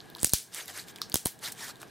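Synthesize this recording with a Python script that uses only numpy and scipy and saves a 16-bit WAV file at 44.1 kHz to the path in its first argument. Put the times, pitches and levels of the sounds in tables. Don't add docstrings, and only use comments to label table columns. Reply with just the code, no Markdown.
import sys
import numpy as np
from scipy import signal
from scipy.fft import rfft, irfft
from scipy.io import wavfile
from scipy.ndimage import uniform_filter1d

SR = 44100
rng = np.random.default_rng(int(sys.argv[2]) if len(sys.argv) > 2 else 0)


def master(y):
    cut = np.clip(np.atleast_2d(y).T, -1, 1)
    pcm = np.round(cut * 32767)
    wavfile.write(sys.argv[1], SR, pcm.astype(np.int16))


N = 83790


def amp(db):
    return 10 ** (np.asarray(db) / 20)


def evened(x):
    return x / np.sqrt(np.mean(x ** 2) + 1e-20)


def add(mix, s, sound):
    part = mix[..., round(s * SR):][..., :sound.shape[-1]]
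    part += sound[..., :part.shape[-1]]


def colour(x, points):
    f, db = np.transpose(points)
    hz = np.fft.rfftfreq(x.shape[-1], 1 / SR)
    gain = amp(np.interp(np.log(hz + 1), np.log(f + 1), db))
    return irfft(rfft(x) * gain, x.shape[-1])


def ring(x, hz, width_hz):
    return signal.lfilter(*signal.iirpeak(min(hz, SR * .4), hz / width_hz, SR), x)


def patchy(x, db, bins, frames):
    spec = signal.stft(x, SR, nperseg=256)[2]
    clumps = rng.standard_normal(spec.shape[-2:])
    clumps = uniform_filter1d(clumps, size=bins, axis=0)
    clumps = uniform_filter1d(clumps, size=frames, axis=1)
    spec = spec * amp(db * evened(clumps))
    return signal.istft(spec, SR, nperseg=256)[1][..., :x.shape[-1]]


def hum():
    # frequency_hz, density_db
    hum_spectrum = [(45, -21), (75, -9.5), (120, -1), (250, -3.5), (470, -4), (530, -13), (720, -6),
                    (1300, -15), (2500, -17), (4000, -18), (5500, -24), (14000, -28.5), (16500, -76)]
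    # frequency_hz, side_minus_mid_db
    hum_width = [(60, -4), (200, -3.5), (700, -4), (1600, -2.5), (4400, -39)]
    level_db = -53.5
    whine_hz, whine_width_hz, whine_db = 1640, 200, -62.5
    mid, side = colour(patchy(rng.standard_normal((2, N)), 0.8, bins=3, frames=8), hum_spectrum)
    side = colour(side, hum_width)
    whine = ring(rng.standard_normal((2, N)), whine_hz, whine_width_hz)
    whine = ring(whine, whine_hz, whine_width_hz)
    whine = whine[0] + 0.078 * np.outer([1, -1], whine[1])
    whine = amp(whine_db) * evened(whine)
    return amp(level_db) * np.array([mid + side, mid - side]) / np.std(mid) + whine


def pop(db, hz, ms, crack_db, noise):
    pitch_q, crack_low_hz, crack_top_hz = 4.1, 3600, 14900
    hold, fall_db = 0.45, 21
    t = np.arange(len(noise)) / SR
    decay = amp(-fall_db * np.maximum(1000 * t / ms - hold, 0))
    drive = noise * np.minimum(t / .0001, 1) * decay
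    crack_band = signal.butter(1, [crack_low_hz, crack_top_hz], "band", fs=SR, output="sos")
    crack = signal.sosfilt(crack_band, drive)
    pitched = ring(ring(drive, hz, hz / pitch_q), hz, 2 * hz / pitch_q)
    both = evened(pitched) + amp(crack_db) * evened(crack)
    return amp(db) * both / abs(signal.hilbert(both)).max()


def pops():
    # start_s, peak_db, pitch_hz, length_ms, crack_minus_pitch_db
    bubbles = [(0.0043, -30.5, 4350, 0.59, -32), (0.1008, -32.5, 3860, 0.56, 3),
               (0.1499, -27.5, 3900, 1.4, -9), (0.1596, -36.5, 975, 4.5, -9.5),
               (0.1684, -36.5, 9000, 2.8, 4), (0.184, -34.5, 3520, 1.2, -13), (0.193, -33, 4500, 2.7, -5),
               (0.2024, -30, 8200, 0.99, -10), (0.2137, -25.5, 8000, 1.6, -20), (0.22, -30, 7450, 2, 2),
               (0.2251, -24, 7660, 0.5, -14), (0.2313, -6.5, 9600, 0.66, 1), (0.2451, 0, 8300, 2.36, -1),
               (0.2586, -7, 11000, 0.63, 1), (0.2681, -8, 12100, 0.67, 4), (0.2719, -11.5, 5800, 1.37, -7),
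               (0.2943, -13.5, 8300, 1.4, 7), (0.2999, -18, 4300, 0.91, 0), (0.3204, -17.5, 8260, 0.82, -5),
               (0.326, -24, 11000.0, 0.85, -10), (0.3274, -20.5, 4430, 2.1, -16), (0.3345, 1, 8700, 3.9, 9),
               (0.341, -11, 9100, 2.5, 6), (0.3435, -6, 4900, 1.26, 3), (0.384, -15.5, 9300, 1.4, -19),
               (0.4286, -26, 12800, 0.57, -23), (0.5469, -9.5, 8200, 0.4, 8),
               (0.658, -27, 10200.0, 1.2, -1), (0.68, -23.5, 4100, 4.8, 8.5),
               (0.7758, -23, 8600.0, 1.96, -27), (0.7809, -54, 4240, 1.4, 14), (0.8842, -33, 4100, 1.2, 1),
               (0.9599, -30, 4300, 1.1, 0), (0.9848, -35.5, 2620, 2.9, -5), (1.0171, -13.5, 4480, 1.46, -7),
               (1.016, -28, 1200, 1.8, -9.5), (1.0982, -26.5, 9050, 0.81, 4), (1.1192, -24.5, 4320, 1, -13),
               (1.126, -24, 4300.0, 0.63, 20), (1.142, -9.5, 6360, 3.1, 15), (1.1533, -28, 6700, 1.2, 2),
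               (1.1566, -12, 3570, 0.8, -4.5), (1.1569, -4.5, 8660, 1.1, 0),
               (1.1684, -11.5, 7200, 0.85, -9), (1.175, -18, 10500, 0.86, 13),
               (1.2539, -16.5, 9150, 2.4, -8), (1.257, -5.5, 8960, 2.7, 4), (1.2696, -7.5, 11400, 1.04, 1),
               (1.39, -37.5, 7640, 4, -1), (1.4407, -32, 4630, 0.65, 0), (1.4822, -39, 3900, 1.5, -14),
               (1.519, -30, 9300, 0.97, 0), (1.5209, -21.5, 9300, 1.35, -3), (1.757, -37, 3900.0, 1.8, -3),
               (1.8166, -29.5, 3870, 2.1, 21), (1.8293, -33.5, 2750, 2, -6), (1.8305, -32, 1070, 1.3, -12)]
    tick_count, tick_db = 55, -44
    out, noise = np.zeros(N), rng.standard_normal((len(bubbles), 500))
    for row, z in zip(bubbles, noise):
        add(out, row[0], pop(*row[1:], z))
    for when, size, pitch in rng.random((tick_count, 3)):
        peak_db, pitch_hz = tick_db + 10 * (size - .5), 3500 * 3 ** pitch
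        add(out, when * N / SR, pop(peak_db, pitch_hz, .5, 0, rng.standard_normal(500)))
    return out


def room(x):
    t60_s, delay_s = 0.2, .004
    t = np.arange(SR // 2) / SR
    tail = rng.standard_normal(len(t)) * amp(-60 * t / t60_s) * (t > delay_s)
    return signal.fftconvolve(x, tail / np.linalg.norm(tail))[:N]


def grains(size):
    grains_per_s, spread_db = 7000, 2.4
    big = amp(spread_db * np.minimum(rng.exponential(1, size), 5))
    tears = big * (rng.random(size) < grains_per_s / SR) * rng.choice([-1., 1.], size)
    return tears + 0.31 * rng.standard_normal(size)


def slides():
    # loudest_s, rise_s, fall_s, level_db, brightness (0-1)
    swells = [(.215, 0.022, 0.14, -49.5, 1), (0.553, 0.019, 0.06, -37.5, 0.97),
              (0.586, 0.031, 0.025, -37, 0.87), (.695, 0.017, 0.021, -42, 0.88),
              (.75, 0.0089, 0.02, -45, 0.62), (0.783, 0.031, 0.031, -41.5, 1),
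              (.895, 0.016, 0.014, -48.5, 0.95), (1.442, 0.012, 0.014, -37.5, 0.9),
              (1.475, 0.029, 0.021, -37, 0.91), (1.591, 0.011, 0.018, -51.5, 0.9),
              (1.642, 0.042, 0.024, -41.5, 0.87), (1.692, 0.014, 0.016, -42, 0.96),
              (1.824, 0.014, 0.011, -49.5, 0.42)]
    # frequency_hz, density_db
    dull_spectrum = [(180, -37), (300, -9.5), (1770, -3), (2570, -43.5), (3710, -4), (8870, -38),
                     (15400, -31), (16500, -40)]
    # frequency_hz, density_db
    bright_spectrum = [(180, -17.5), (300, -9.5), (1190, -8), (1830, -0.5), (8580, -2.5), (15200, -9.5),
                       (16500, -57)]
    t, dull, bright = np.arange(N) / SR, np.zeros(N), np.zeros(N)
    for s, rise, fall, db, share in swells:
        power = amp(db) ** 2 * np.exp(-((t - s) / np.where(t < s, rise, fall)) ** 2)
        share = np.clip(share, 0, 1)
        dull += (1 - share) * power
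        bright += share * power
    dull_tearing = np.sqrt(dull) * evened(colour(grains(N), dull_spectrum))
    return dull_tearing + np.sqrt(bright) * evened(colour(grains(N), bright_spectrum))


def puffs():
    # start_s, thump_db, thump_ms, across, across_ms, lag_ms
    bursts = [(0.2316, -23.5, 1.2, 0.13, 0.85, 0.99), (0.2464, -21, 1.8, -0.25, 0.85, 0.44),
              (0.2718, -28.5, 0.99, 0.044, 0.48, 0.69), (0.3352, -11, 3.13, 0.61, 0.43, 0.64),
              (1.1426, -19.5, 1.6, 0.11, 0.64, 1.26), (1.157, -17.5, 0.86, -0.098, 0.56, 0.82),
              (1.258, -15, 1.25, -0.071, 0.32, 1.03)]
    snap_ms, snap_db, bass_cut_hz = 0.21, -1, 42.2
    rebound = 0.27
    out, ms = np.zeros((2, N)), np.arange(1500) / SR * 1000
    for s, db, long_ms, across, across_ms, lag_ms in bursts:
        u, v, w = ms / long_ms, ms / snap_ms, (ms - lag_ms) / across_ms
        snap = amp(snap_db) * (v * np.exp(1 - v)) ** 2
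        suck = (u * np.exp(1 - u)) ** 3
        thump = amp(db) * (snap - suck)
        w = np.where(w > 1, 1 + rebound * (w - 1), w)
        swing = (1 - w ** 2) * np.exp(-w ** 2 / 2) * np.where(w > 1, rebound, 1)
        push = across * swing * np.minimum(ms / 0.07, 1)
        add(out, s, np.array([thump + push, thump - push]))
    cut = signal.butter(1, bass_cut_hz, "high", fs=SR, output="sos")
    return signal.sosfilt(cut, signal.sosfilt(cut, out))


def hisses():
    # start_s, level_db, t60_s, pitch_hz, width_hz
    outflows = [(0.248, -23, 0.21, 7260, 6200), (0.336, -18, .25, 6300, 6950),
                (0.958, -39.5, 0.04, 2770, 2960), (1.017, -40, 0.17, 4630, 2520),
                (1.144, -30.5, 0.26, 6200, 8600), (1.16, -32.5, 0.19, 6340, 9000),
                (1.259, -28.5, 0.18, 6000, 10500), (1.521, -32.5, 0.038, 7550, 9100)]
    rise_s = 0.0037
    out, t = np.zeros(N), np.arange(SR // 2) / SR
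    for s, db, t60, hz, width_hz in outflows:
        air = ring(rng.standard_normal(len(t)), hz, width_hz)
        air = evened(ring(air, hz, 2 * width_hz))
        add(out, s, air * np.minimum(t / rise_s, 1) * amp(db - 60 * t / t60))
    return patchy(out, 0.89, bins=12, frames=2)


def squelches():
    # middle_s, half_length_s, level_db, first_hz, last_hz
    pockets = [(0.601, 0.014, -38.5, 1560, 3780), (0.696, 0.014, -44, 1895, 1920),
               (0.701, 0.014, -49, 753, 760), (0.782, 0.019, -44, 1700, 1742),
               (0.797, 0.0063, -41.5, 3870, 4490), (1.268, .006, -34.5, 864, 940),
               (1.46, .013, -36.5, 4164, 3580), (1.479, .006, -40, 1515, 2670),
               (1.635, 0.032, -45.5, 1804, 1694), (1.699, 0.013, -48.5, 977, 1607)]
    resonance_q = 4
    out = np.zeros(N)
    for s, half, db, first_hz, last_hz in pockets:
        u = np.linspace(-2, 2, round(4 * half * SR))
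        hz = first_hz + (last_hz - first_hz) * np.clip(.5 + u / 2, 0, 1)
        low_pass = signal.butter(2, hz.mean() / resonance_q / SR)
        band = signal.lfilter(*low_pass, rng.standard_normal((2, SR // 5)))[:, :len(u)]
        carrier = np.exp(2j * np.pi * np.cumsum(hz) / SR)
        tone = ((band[0] + 1j * band[1]) * carrier).real
        add(out, s - 2 * half, amp(db) * evened(tone) * np.exp(-u ** 2))
    return out


def scene():
    # frequency_hz, side_minus_mid_db
    burst_width = [(700, -12), (2400, -14.5), (8000, -23), (14000, -13)]
    # frequency_hz, side_minus_mid_db
    hiss_width = [(9000, -52), (12500, -1.5)]
    room_db = -13
    cracks = pops()
    skin = patchy(slides(), 2.7, bins=5, frames=5)
    soft = amp(room_db) * room(cracks) + hisses() + skin + squelches()
    quadrature = signal.hilbert(cracks).imag
    side = colour(quadrature, burst_width) + colour(hisses(), hiss_width)
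    return np.array([cracks + soft + side, cracks + soft - side]) + puffs() + hum()


def record(dry):
    threshold_db, recovery_db_per_s, duck_share = -29.0, 37.5, 0.52
    notch_hz, notch_q, notch_share, edge_hz = 2620, 7.3, 0.36, 16100
    power = uniform_filter1d((dry ** 2).mean(0), 300, origin=149)
    power_db = 10 * np.log10(abs(power) + 1e-12)
    fall = np.arange(N) * recovery_db_per_s / SR
    held_db = np.maximum.accumulate(power_db + fall) - fall
    over_db = np.maximum(held_db - threshold_db, 0)
    dry = dry - notch_share * ring(dry, notch_hz, notch_hz / notch_q)
    ducked = dry / amp(duck_share * uniform_filter1d(over_db, 200, origin=99))
    band_limit = signal.firwin(255, edge_hz, window=("kaiser", 9), fs=SR)
    return signal.oaconvolve(ducked, band_limit[None], "same")


dry = scene()
out = record(dry)
master(out)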